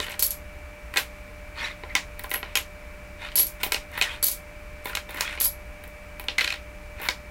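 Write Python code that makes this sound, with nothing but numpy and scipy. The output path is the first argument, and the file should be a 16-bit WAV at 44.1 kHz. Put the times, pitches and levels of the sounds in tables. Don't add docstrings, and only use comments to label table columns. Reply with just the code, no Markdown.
import sys
import numpy as np
from scipy import signal
from scipy.fft import rfft, irfft
from scipy.io import wavfile

SR = 44100
rng = np.random.default_rng(int(sys.argv[2]) if len(sys.argv) > 2 else 0)


def boost_factor(decibels):
    exponent = np.asarray(decibels, float) / 20
    return 10 ** exponent


def put_to_file(sound):
    columns = np.atleast_2d(sound).T
    safe = np.clip(columns, -1, 1)
    whole_steps = np.round(safe * 32767)
    wavfile.write(sys.argv[1], SR, whole_steps.astype(np.int16))


N = 321930

# hz [Hz], level_db [dB per Hz]
WHIR = [(12, -25), (20, 2), (63, 2), (146, -16.5), (177, -13), (216, -20), (301, -17.5), (388, -20.5),
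        (558, -20), (607, -20), (718, -19.5), (1960, -19), (2390, -16.5), (3250, -31.5), (16000, -41)]
# pitch_hz [Hz], width_hz [Hz]
HUM = [(59.2, 18), (186.5, 5), (297.2, 3), (472, 3), (596.3, .2), (1192.5, .6), (1790.5, 1), (2310.9, .4)]
HUM_LEVELS = [-51, -59, -63.5, -67, -49.5, -90.5, -75.5, -54]
# hz [Hz], t60_s [s]
ROOM_DECAY = [(300, 0.21), (2000, 0.16), (6000, 0.2), (14000, 0.16)]

# start_s [s], fastest_s [s], stop_s [s], scrape_db [dB], rim_hiss_db [dB re scrape]
SLIDES = [(.008, -0.003, 0.092, -29.5, -3), (0.077, 0.117, 0.16, -36.5, -5), (0.933, 0.5, 1.2, -45, 4),
          (1.54, 1.59, 1.64, -33, -16), (1.58, 1.645, 1.72, -29, -14), (1.676, 2.2, 1.8, -36, -32),
          (1.84, 1.5, 2.06, -43, -25), (2.195, 1, 2.2, -41, 3), (2.237, 2, 2.26, -31, -1),
          (2.25, 1.5, 2.345, -32, -15), (2.438, 2.5, 2.58, -43, -30), (3.17, 3.255, 3.3, -32, -17),
          (3.6, 3.5, 3.73, -31, -8), (3.763, 4.5, 4.1, -51, -21), (3.9, 4, 4, -30, -14),
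          (4.009, 4.07, 4.15, -33, -14), (4.06, 4.13, 4.2, -35, -10), (4.819, 6, 4.83, -27.5, -4),
          (4.832, 4.884, 4.965, -34, -9), (5.09, 5, 5.4, -36.5, -13), (5.116, 5.204, 5.28, -30.5, -11),
          (5.213, 5, 5.47, -31.5, -10.5), (5.26, 5.33, 5.39, -35, -9), (6.4, 6.43, 6.18, -44, 5),
          (6.968, 7.07, 7.08, -28, -16), (7.055, 7.08, 7.06, -28, -14)]
# pitch_hz [Hz], level_db [dB], t60_s [s]
SCRAPE_MODES = [(925, -10, 0.05), (1097, -10, 0.0322), (1450, -2, 0.023), (1813, 0, 0.026),
                (2100, 0.5, 0.022), (2500, 2.5, 0.016), (2900, -1.5, 0.0099), (3654, -2.5, 0.012),
                (4240, -6.5, 0.0068), (5400, -16, 0.0033)]
# start_s [s], fastest_s [s], stop_s [s], level_db [dB], pitch_hz [Hz]
SINGS = [(1.6, 1.625, 1.65, -34, 2130), (1.63, 1.655, 1.69, -40.5, 2250), (1.69, 1.712, 1.72, -35.5, 2060),
         (1.635, 1.652, 1.67, -35, 3900), (1.576, 1.6, 1.65, -40, 3370), (5.16, 5.178, 5.205, -42, 1950),
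         (5.22, 5.27, 5.33, -40, 3300), (4.07, 4.11, 4.17, -42, 3300), (5.24, 5.255, 5.29, -36, 2500),
         (5.3, 5.33, 5.35, -44, 2000), (1.56, 1.575, 1.6, -43, 1200), (1.555, 1.595, 1.64, -42, 4300),
         (1.6, 1.645, 1.68, -47, 5600), (1.69, 1.715, 1.728, -45, 3700), (.0, .03, .09, -40, 3000),
         (4.04, 4.065, 4.1, -33, 1900), (1.885, 1.9, 1.94, -40, 2100)]

# start_s [s], liveliest_s [s], sizzle_db [dB]
RUBS = [
    (3.632, 3.637, -27),
    (3.978, 3.988, -39),
    (4.863, 4.888, -45),
    (5.147, 5.19, -54),
    (7.015, 7.065, -41.5),
]
# start_s [s], liveliest_s [s], jangle_db [dB], ring_db [dB], ring_start_db [dB]
RATTLES = [(0.193, 0.198, -21.5, -32, -25), (0.226, 0.232, -18, -11, -30), (0.306, 0.313, -28.5, -26, -40),
           (2.31, 2.35, -40, -19, -55), (3.36, 3.401, -20, -5.5, -14), (3.468, 3.473, -32.5, -40, -49),
           (4.227, 4.284, -23.5, -22, -30), (4.314, 4.324, -27, -26, -36), (5.4, 5.457, -24.5, -11, -20),
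           (3.632, 3.635, -28.5, -55, -55), (.972, .982, -26, -24, -30), (6.405, 6.49, -55, -45, -36)]
# pitch_hz [Hz], level_db [dB], t60_s [s]
COIN_MODES = [(11045, -11, .04), (11170, -8, .05), (11270, -2, .075), (11345, -5, .05), (11420, -6, .05),
              (11495, -1.5, .065), (11570, -4, .06), (11680, -8, .05), (11820, -11, .035)]
# time_s [s], peak_db [dB], ring_db [dB re peak], sparkle_db [dB re peak]
TICKS = [(0.042, -36, -8, -10.5), (0.0644, -37, -7, -10), (0.095, -34, -6.5, -8), (0.1084, -33, -16, -12),
         (0.1191, -24.5, -21, -21), (0.94, -35.5, -17, -2), (2.193, -37, -18, 3.5), (2.2374, -35, -20, 3),
         (2.2947, -34, -22, -5), (2.304, -35, -11, 2), (2.314, -38, -2, 11.5), (2.339, -26, 3, 4.5),
         (3.612, -40, -25, -6), (3.6644, -38, -14, -3), (3.736, -25, -14, -9), (3.916, -37.5, -21, -10),
         (3.976, -40.5, 3, 4), (4.846, -44, -20, 4), (3.934, -42, -21, -10), (3.945, -42, -21, -10),
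         (4.8556, -36.5, -18, 5), (4.897, -45, -9, 3), (5.0938, -43, -16, -1), (5.1066, -36, -15, -4),
         (5.145, -33, -18, -5), (5.1716, -42, 0, -1), (5.199, -34, -7, -8), (5.838, -55, -6, 13.5),
         (5.876, -47, -10, 3), (6.197, -41, -5, 7), (6.2412, -44, -8, -1), (6.999, -42, -11, -8),
         (7.0154, -40, -10, 4)]
# time_s [s], peak_db [dB], ring_db, sparkle_db, clack_db [all dB re peak]
JANGLES = [(0.194, -15, -7, -6, -7.5), (0.224, -16, 2, 4, 0), (0.2397, -19, -2, -3.5, -28),
           (0.247, -21, -9, -7, -18), (0.2647, -20, 0, -3, -31), (0.3066, -21.5, 0.5, -4, -20),
           (3.3556, -17, 2.5, 2.5, -3.5), (3.36, -22.5, 0, -7.5, -17), (3.3872, -18, 1, 4, -7),
           (3.379, -27, -6, -8, 8), (3.3975, -18.5, 3, -5, 4), (3.415, -31.5, -3, 1, 3),
           (3.372, -20.5, -6, 0, -15), (3.431, -26, -2, -3, -4), (5.4436, -21, -4, 2, -20),
           (3.467, -24, -7, 0, -23), (4.2275, -14.5, -8, -4.5, -5.5), (4.236, -14.5, 1, -11, -11),
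           (4.242, -14.5, -3, 1, -10), (4.266, -17.5, 0.5, 2, -22), (4.2838, -18, -4, -1, -5.5),
           (4.315, -29, -15, 5, -20), (5.4019, -14.5, -11, -7, -20), (5.4105, -23, 4, -4, 4),
           (5.4163, -19, 1, -0.5, -18), (5.4479, -24, 7, 5, -20), (5.456, -19.5, -15, 3, -6)]

# pitch_hz [Hz], level_db [dB]
WOOD_LEVEL = [(700, -6), (1200, -6.5), (2000, 0.5), (3000, -1), (4500, -0.5), (7000, -32.5)]
# pitch_hz [Hz], t60_s [s]
WOOD_DECAY = [(700, 0.093), (2000, 0.03), (4000, 0.024), (7000, 0.0084)]
TABLE_MODES = [800, 1010, 1400, 1590, 1930, 2200, 2510, 2890, 3110, 3600, 3900, 4190, 4480, 5050]
# pitch_hz [Hz], level_db [dB], t60_s [s]
THUD_MODES = [(304, -6, 0.036), (437, 2, 0.026), (621, -8.5, 0.086)]
# time_s [s], pitch_hz [Hz], level_db [dB], t60_s [s]
NOTES = [(0.9719, 1932, -17, 0.063), (0.9723, 2500, -13.5, 0.043), (0.972, 4170, -17, .04),
         (1.9531, 2610, -19, 0.029), (1.952, 1990, -17, .06), (2.555, 2580, -15, 0.027),
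         (2.5552, 3210, -20, 0.067), (2.572, 2450, -22.5, .04), (3.6345, 2860, -20, .025),
         (3.7212, 2150, -18, .03), (3.745, 2880, -23, 0.027), (4.0137, 2500, -12.5, 0.048),
         (4.0143, 4230, -18, .04), (4.953, 2850, -22, .03), (6.2846, 1960, -22, 0.036),
         (6.3836, 2063, -13, 0.071), (6.3836, 1600, -22, 0.066), (6.3823, 4220, -16, 0.028),
         (6.393, 2060, -15, .05), (6.4105, 2090, -18, .03), (6.4093, 4300, -18, 0.018),
         (6.4458, 4400, -24, .025), (6.477, 4500, -21, 0.018), (6.526, 4230, -25, 0.017),
         (7.0872, 2130, -22, 0.035), (3.374, 5220, -23, .04), (3.394, 4520, -24.5, 0.041),
         (3.416, 4420, -24, 0.036), (4.228, 7760, -21, .02), (4.239, 7800, -26, .04),
         (.9718, 7500, -20, .02), (2.5548, 7400, -19, .02), (2.564, 6600, -26, .05),
         (4.0226, 7500, -21, .015), (5.2085, 4300, -15, .012), (5.2085, 7000, -20, .012),
         (1.9524, 5900, -21, .02), (1.963, 3600, -24, .06), (1.963, 4700, -26, .04),
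         (6.2843, 3100, -18, .01), (7.0872, 3770, -20, .03), (7.0872, 5040, -21, .02),
         (.2275, 4500, -22, .04), (.2405, 5500, -24, .03), (.248, 4300, -27, .04),
         (3.7212, 4190, -17, .015), (3.7452, 4200, -19, .015), (4.952, 3940, -22, .02),
         (5.412, 4700, -26, .03), (4.232, 4600, -24, .05), (4.268, 4400, -27, .05), (5.445, 4600, -28, .05),
         (5.465, 5000, -30, .05)]
# time_s [s], peak_db [dB], pitch_hz [Hz], thud_db [dB re peak]
TAPS = [(0.066, -25, 2000, -13), (0.0832, -23.5, 1940, -15), (0.099, -27, 2200, -17),
        (0.1411, -24.5, 1770, -16), (0.9394, -22.5, 1900, -16), (1.8355, -29, 2100, -0.5),
        (1.899, -34, 2090, -17), (2.1945, -25, 1950, -14.5), (2.243, -24.5, 1620, -11.5),
        (2.3146, -16, 1870, -14), (2.343, -15, 1930, -17), (2.339, -21, 1930, -15),
        (5.4562, -27, 1400, -10), (5.385, -30, 2500, -15), (2.3585, -24.5, 2900, -4.5),
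        (2.4297, -19.5, 1790, -14), (2.4603, -34, 1840, -8), (3.2875, -26.5, 2290, -30),
        (3.664, -27.5, 2320, -2), (3.977, -19.5, 1780, -14), (4.8567, -21.5, 2250, -6),
        (4.8972, -28, 1540, -10), (4.932, -25.5, 1330, -23), (5.092, -34, 2100, -3.5),
        (5.1453, -31, 1900, -5), (5.1748, -24, 1960, -16), (5.277, -20, 2500, -37), (5.376, -27, 2140, -12),
        (5.8396, -32.5, 2300, -19), (6.197, -26.5, 2420, -10.5), (6.24, -34.5, 2290, -5),
        (6.9995, -37, 1920, 0), (7.0184, -32.5, 2200, -4)]
# time_s [s], knock_db [dB], pitch_hz [Hz], thud_db [dB re knock], crack_db [dB]
LANDINGS = [
    (0.9603, -18, 1590, -12, -20),
    (0.9807, -16, 1600, -14.5, -16),
    (.9652, -16, 1930, -19, -37),
    (3.6355, -13.5, 2760, -14.5, -17.5),
    (2.5546, -9.5, 2890, -20.5, -3.5),
    (2.572, -15, 2500, -17, -8),
    (3.6326, -15, 2400, -12.5, -19),
    (3.7212, -10, 2200, -18, -5.5),
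    (4.9505, -24, 2890, -20, -24),
    (4.952, -16, 2600, -23.5, -11),
]
# time_s [s], knock_db [dB], pitch_hz [Hz], thud_db [dB re knock], crack_db [dB]
FLOPS = [(0.0014, -14.5, 3600, -12, -17), (0.124, -27, 3000, -29, -41), (0.9718, -9.5, 2210, -19, -5.5),
         (0.9701, -16, 3600, -15, -15), (3.7198, -24, 3110, -25, -22), (4.0122, -22, 2510, -25, -22),
         (4.027, -16, 4190, -28, -19), (4.04, -19, 3570, -26, -29), (1.9524, -7.5, 2200, -19, -4.5),
         (3.318, -32, 3000, -14, -38.5), (3.324, -41, 3000, -25, -39), (3.763, -21, 2380, -16, -25),
         (3.7438, -18, 4200, -19, -22.5), (3.7449, -14.5, 2870, -16, -14.5), (4.0134, -7, 2510, -19.5, -11),
         (4.0226, -12, 3110, -37, -8), (4.9714, -18, 2300, -19, -16.5), (5.2086, -15, 2510, -18, -2),
         (5.221, -20, 2200, -30, -32), (6.2843, -10, 2890, -21, -48), (6.382, -12.5, 4400, -38, -24),
         (6.384, -11, 2100, -39, -10), (6.393, -14, 2130, -45, -22), (7.0872, -12, 2170, -16, -10),
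         (7.087, -16, 4200, -38, -18.5)]
# time_s [s], knock_db [dB]
WOBBLE = [
    (6.4098, -11),
    (6.416, -14),
    (6.4422, -22),
    (6.4455, -13),
    (6.4772, -14.5),
    (6.5042, -16.5),
    (6.525, -17.5),
    (6.5415, -22.5),
    (6.558, -31),
]

SCATTER_DB = 2.5


def rms_one(x):
    return x / np.sqrt(np.mean(x ** 2) + 1e-20)


def at_hz(points, hz):
    points = np.array(points)
    return np.interp(np.log(hz), np.log(points[:, 0]), points[:, 1])


def band(x, low_hz, high_hz):
    edges = [low_hz, min(high_hz, .45 * SR)]
    return signal.sosfilt(signal.butter(2, edges, "band", fs=SR, output="sos"), x)


def ring(clicks, hz, t60):
    r, w = boost_factor(-60 / (t60 * SR)), 2 * np.pi * hz / SR
    return signal.lfilter([0, np.sin(w)], [1, -2 * r * np.cos(w), r * r], clicks + 1e-18)


def train(times, gains):
    clicks = np.zeros(N)
    np.add.at(clicks, np.round(np.asarray(times) * SR).astype(int), gains)
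    return clicks


def coloured(x, spectrum):
    hz = np.maximum(np.arange(N // 2 + 1) * SR / N, 5)
    return rms_one(irfft(rfft(x) * boost_factor(at_hz(spectrum, hz)), N))


def grains(per_s, spread_db):
    sizes = boost_factor(spread_db * np.minimum(rng.exponential(1, N), 4)) * rng.choice([-1, 1], N)
    return rms_one(sizes * (rng.random(N) < per_s / SR))


def struck(times, modes, level_db, detune):
    hz, db, t60 = np.transpose(modes)
    chance = rng.standard_normal((len(times), 3, len(modes)))
    t = np.arange(SR // 10)[:, None] / SR
    decay = boost_factor(-60 * t / np.minimum(t60, .12))
    out = np.zeros(N + len(t))
    for s, blow_db, (strong, shift, sign) in zip(times, level_db, chance):
        waves = np.sin(2 * np.pi * hz * (1 + detune * shift) * t) * decay
        gains = np.sign(sign) * boost_factor(blow_db + db + SCATTER_DB * strong)
        out[round(s * SR):][:len(t)] += waves @ gains
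    return out[:N]


def stroke(table, column_db):
    power = np.zeros(N)
    for (start, fastest, stop, *_), db in zip(table, column_db):
        n = np.arange(round(start * SR), round(stop * SR))
        away = np.interp(n / SR, [start, fastest, stop], [1, 0, 1])
        power[n] += boost_factor(2 * (db - 23.5 * away ** 2))
    return np.sqrt(power)


def liveliness(table, first_db, top_db, fall_db_per_s):
    power = np.zeros(N)
    for (start, top, *_), a, b in zip(table, first_db, top_db):
        n = np.arange(round(start * SR), N)[:SR // 3]
        power[n] += boost_factor(2 * np.interp(n / SR, [start, top, top + 1], [a, b, b - fall_db_per_s]))
    return np.sqrt(power)


def appliance():
    out = boost_factor(-42.5) * coloured(rng.standard_normal(N), WHIR)
    for (hz, width_hz), db in zip(HUM, HUM_LEVELS):
        wander = np.cumsum(rng.standard_normal(N)) * np.sqrt(2 * np.pi * width_hz / SR)
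        out += np.sqrt(2) * boost_factor(db) * np.sin(2 * np.pi * hz * np.arange(N) / SR + wander)
    return out


def room(x):
    t = np.arange(SR // 2) / SR
    onset = np.clip((t - .006) / 0.0011, 0, 1)
    tail = onset * rng.standard_normal(len(t)) * boost_factor(-60 * t / 0.19)
    return signal.oaconvolve(x, tail / np.sqrt(np.sum(tail ** 2)))[:N]


def scattered(x):
    out, white = np.zeros(N), rng.standard_normal((2, N))
    late = round(.0075 * SR)
    build = np.exp(-1 / (0.00021 * SR))
    for k, hz in enumerate(200 * 2 ** np.arange(0, 6.6, .4)):
        top_hz = hz * 2 ** .4
        keep = boost_factor(-120 / (at_hz(ROOM_DECAY, hz) * SR))
        smoother = np.convolve([1, -keep], [1, -build])
        energy = signal.lfilter([(1 - keep) * (1 - build)], smoother, band(x, hz, top_hz) ** 2 + 1e-18)
        echo = np.sqrt(np.abs(energy)) * rms_one(band(white[k % 2], hz, top_hz))
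        out[late:] += echo[:-late]
    return out


def streak():
    turns = np.arange(N) / SR * 40
    return boost_factor(2.2 * np.interp(turns, np.arange(800), rng.standard_normal(800)))


def slides():
    clumps = rms_one(band(rng.standard_normal(N), 38, 114))
    slips = grains(8000, spread_db=2.0) * boost_factor(2.2 * clumps)
    scrape = np.zeros(N)
    for hz, db, t60 in SCRAPE_MODES:
        scrape += boost_factor(db) * ring(slips * streak() * rng.standard_normal(N), hz, t60)
    hiss = rms_one(band(slips, 3800, 10800))
    *_, scrape_db, rim_db = np.transpose(SLIDES)
    return rms_one(scrape) * stroke(SLIDES, scrape_db - 3.5) + hiss * stroke(SLIDES, scrape_db + rim_db - 8.0)


def sings():
    out, slips = np.zeros(N), grains(3000, spread_db=3.0)
    for row in SINGS:
        start, _, stop, db, hz = row
        n = slice(round(start * SR), round(stop * SR))
        out[n] += rms_one(ring(slips[n], hz, 0.017)) * stroke([row], [db])[n]
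    return out


def rubs():
    sizzle_db = np.transpose(RUBS)[2]
    sizzle = rms_one(band(grains(4000, spread_db=3.5), 11800, 17100))
    return sizzle * liveliness(RUBS, sizzle_db, sizzle_db, fall_db_per_s=500)


def rattles():
    touches = grains(6000, spread_db=3.0)
    hiss = rms_one(band(touches, 3800, 14000))
    sizzle = boost_factor(1.0) * rms_one(band(touches, 16800, 16900))
    jangle_db = np.transpose(RATTLES)[2]
    return (hiss + sizzle) * liveliness(RATTLES, jangle_db - 2.5, jangle_db, fall_db_per_s=462.5) * boost_factor(-5.5)


def slaps():
    s, db = np.transpose(WOBBLE)
    beats = np.transpose([s, db, 2500 + 0 * s, -25 + 0 * s, db - 6])
    rolls = beats + [-.002, -8, 1800, 0, -8]
    return np.concatenate([LANDINGS, FLOPS, beats, rolls])


def all_clinks():
    s, db = slaps()[:, 0] - .0001, slaps()[:, -1]
    on_stack = np.arange(len(s)) < len(LANDINGS)
    flat = np.transpose([s, db, np.where(on_stack, -20.5, -28), np.where(on_stack, -20.5, -25.5)])
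    return np.concatenate([flat, TICKS, np.array(JANGLES)[:, :4]]).T


def rings():
    s, peak_db, ring_db, _ = all_clinks()
    free_db = ring_db + 1.5 * np.minimum(ring_db + 20.5, 0) + 0.39 * np.minimum(peak_db + 37, 0)
    _, _, _, top_db, start_db = np.transpose(RATTLES)
    swell = liveliness(RATTLES, start_db, top_db, fall_db_per_s=568)
    touches = grains(2500, spread_db=1.0) * swell * boost_factor(-36.0)
    kept = sum(boost_factor(db) * ring(touches * rng.standard_normal(N), hz, t60) for hz, db, t60 in COIN_MODES)
    return kept + struck(s, COIN_MODES, (peak_db + free_db)[:, None] - 5, detune=0.0022)


def crack(times, level_db, low_hz, high_hz, decay_s):
    shape = signal.lfilter([1], [1, -np.exp(-1 / (decay_s * SR))], train(times, boost_factor(level_db)) + 1e-18)
    return band(shape * rng.standard_normal(N), low_hz, high_hz)


def clinks():
    s, peak_db, _, top_db = all_clinks()
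    flat = slaps()
    click = band(train(s, boost_factor(peak_db)), 2800, 8500)
    smack = band(train(flat[:, 0], boost_factor(flat[:, 4] + 5.5)), 710, 5300)
    bright = crack(s, peak_db - 3.5, 3600, 8500, decay_s=0.0016)
    sparkle = crack(s, peak_db + top_db + 7.5, 10340, 17300, decay_s=0.0034)
    return click + smack + bright + sparkle


def notes():
    out, t = np.zeros(N + SR), np.arange(SR // 10) / SR
    for s, hz, db, t60 in NOTES:
        out[round(s * SR):][:len(t)] += boost_factor(db - 60 * t / t60) * np.sin(2 * np.pi * hz * t)
    return out[:N]


def all_knocks():
    s, db, _, _, clack_db = np.transpose(JANGLES)
    pile = np.transpose([s, db + clack_db, 4400 + 0 * s, -14 + 0 * s])
    return np.concatenate([slaps()[:, :4], TAPS, pile]).T


def knocks():
    s, peak_db, pitch_hz, thud_db = all_knocks()
    hz = np.array(TABLE_MODES)
    modes = np.transpose([hz, at_hz(WOOD_LEVEL, hz), at_hz(WOOD_DECAY, hz)])
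    octaves = np.abs(np.log2(hz / pitch_hz[:, None]))
    place_db = 7.2 * np.exp(-(octaves / 0.12) ** 2) - 4.57 * octaves
    heft_db = 0.9 * (thud_db[:, None] + 21.5) * (hz < 1300)
    wood = struck(s, modes, peak_db[:, None] - 11.5 + heft_db + place_db, detune=0.0086)
    thud = struck(s, THUD_MODES, (peak_db + thud_db)[:, None] - 3.0, detune=0.093)
    snap = band(train(s, boost_factor(peak_db + 10.5)), 850, 3700)
    return band(wood, 774, 5300) + band(thud, 217.7, 1500) + snap


def scene():
    noises = knocks() + notes() + sings() + clinks() + slides() + rattles() + rubs()
    tones = rings()
    echoes = boost_factor(-7.5) * scattered(noises) + boost_factor(-9) * room(tones)
    return (noises + tones + echoes + appliance())[None]


def low_pass(x):
    return signal.sosfilt(signal.butter(12, 17030, fs=SR, output="sos"), x)


def record(dry):
    soft = .45 * np.tanh(dry / .45)
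    cut = signal.sosfilt(signal.ellip(8, .3, 30, 15800, fs=SR, output="sos"), soft)
    return low_pass(cut)


dry = scene()
out = record(dry)
put_to_file(out)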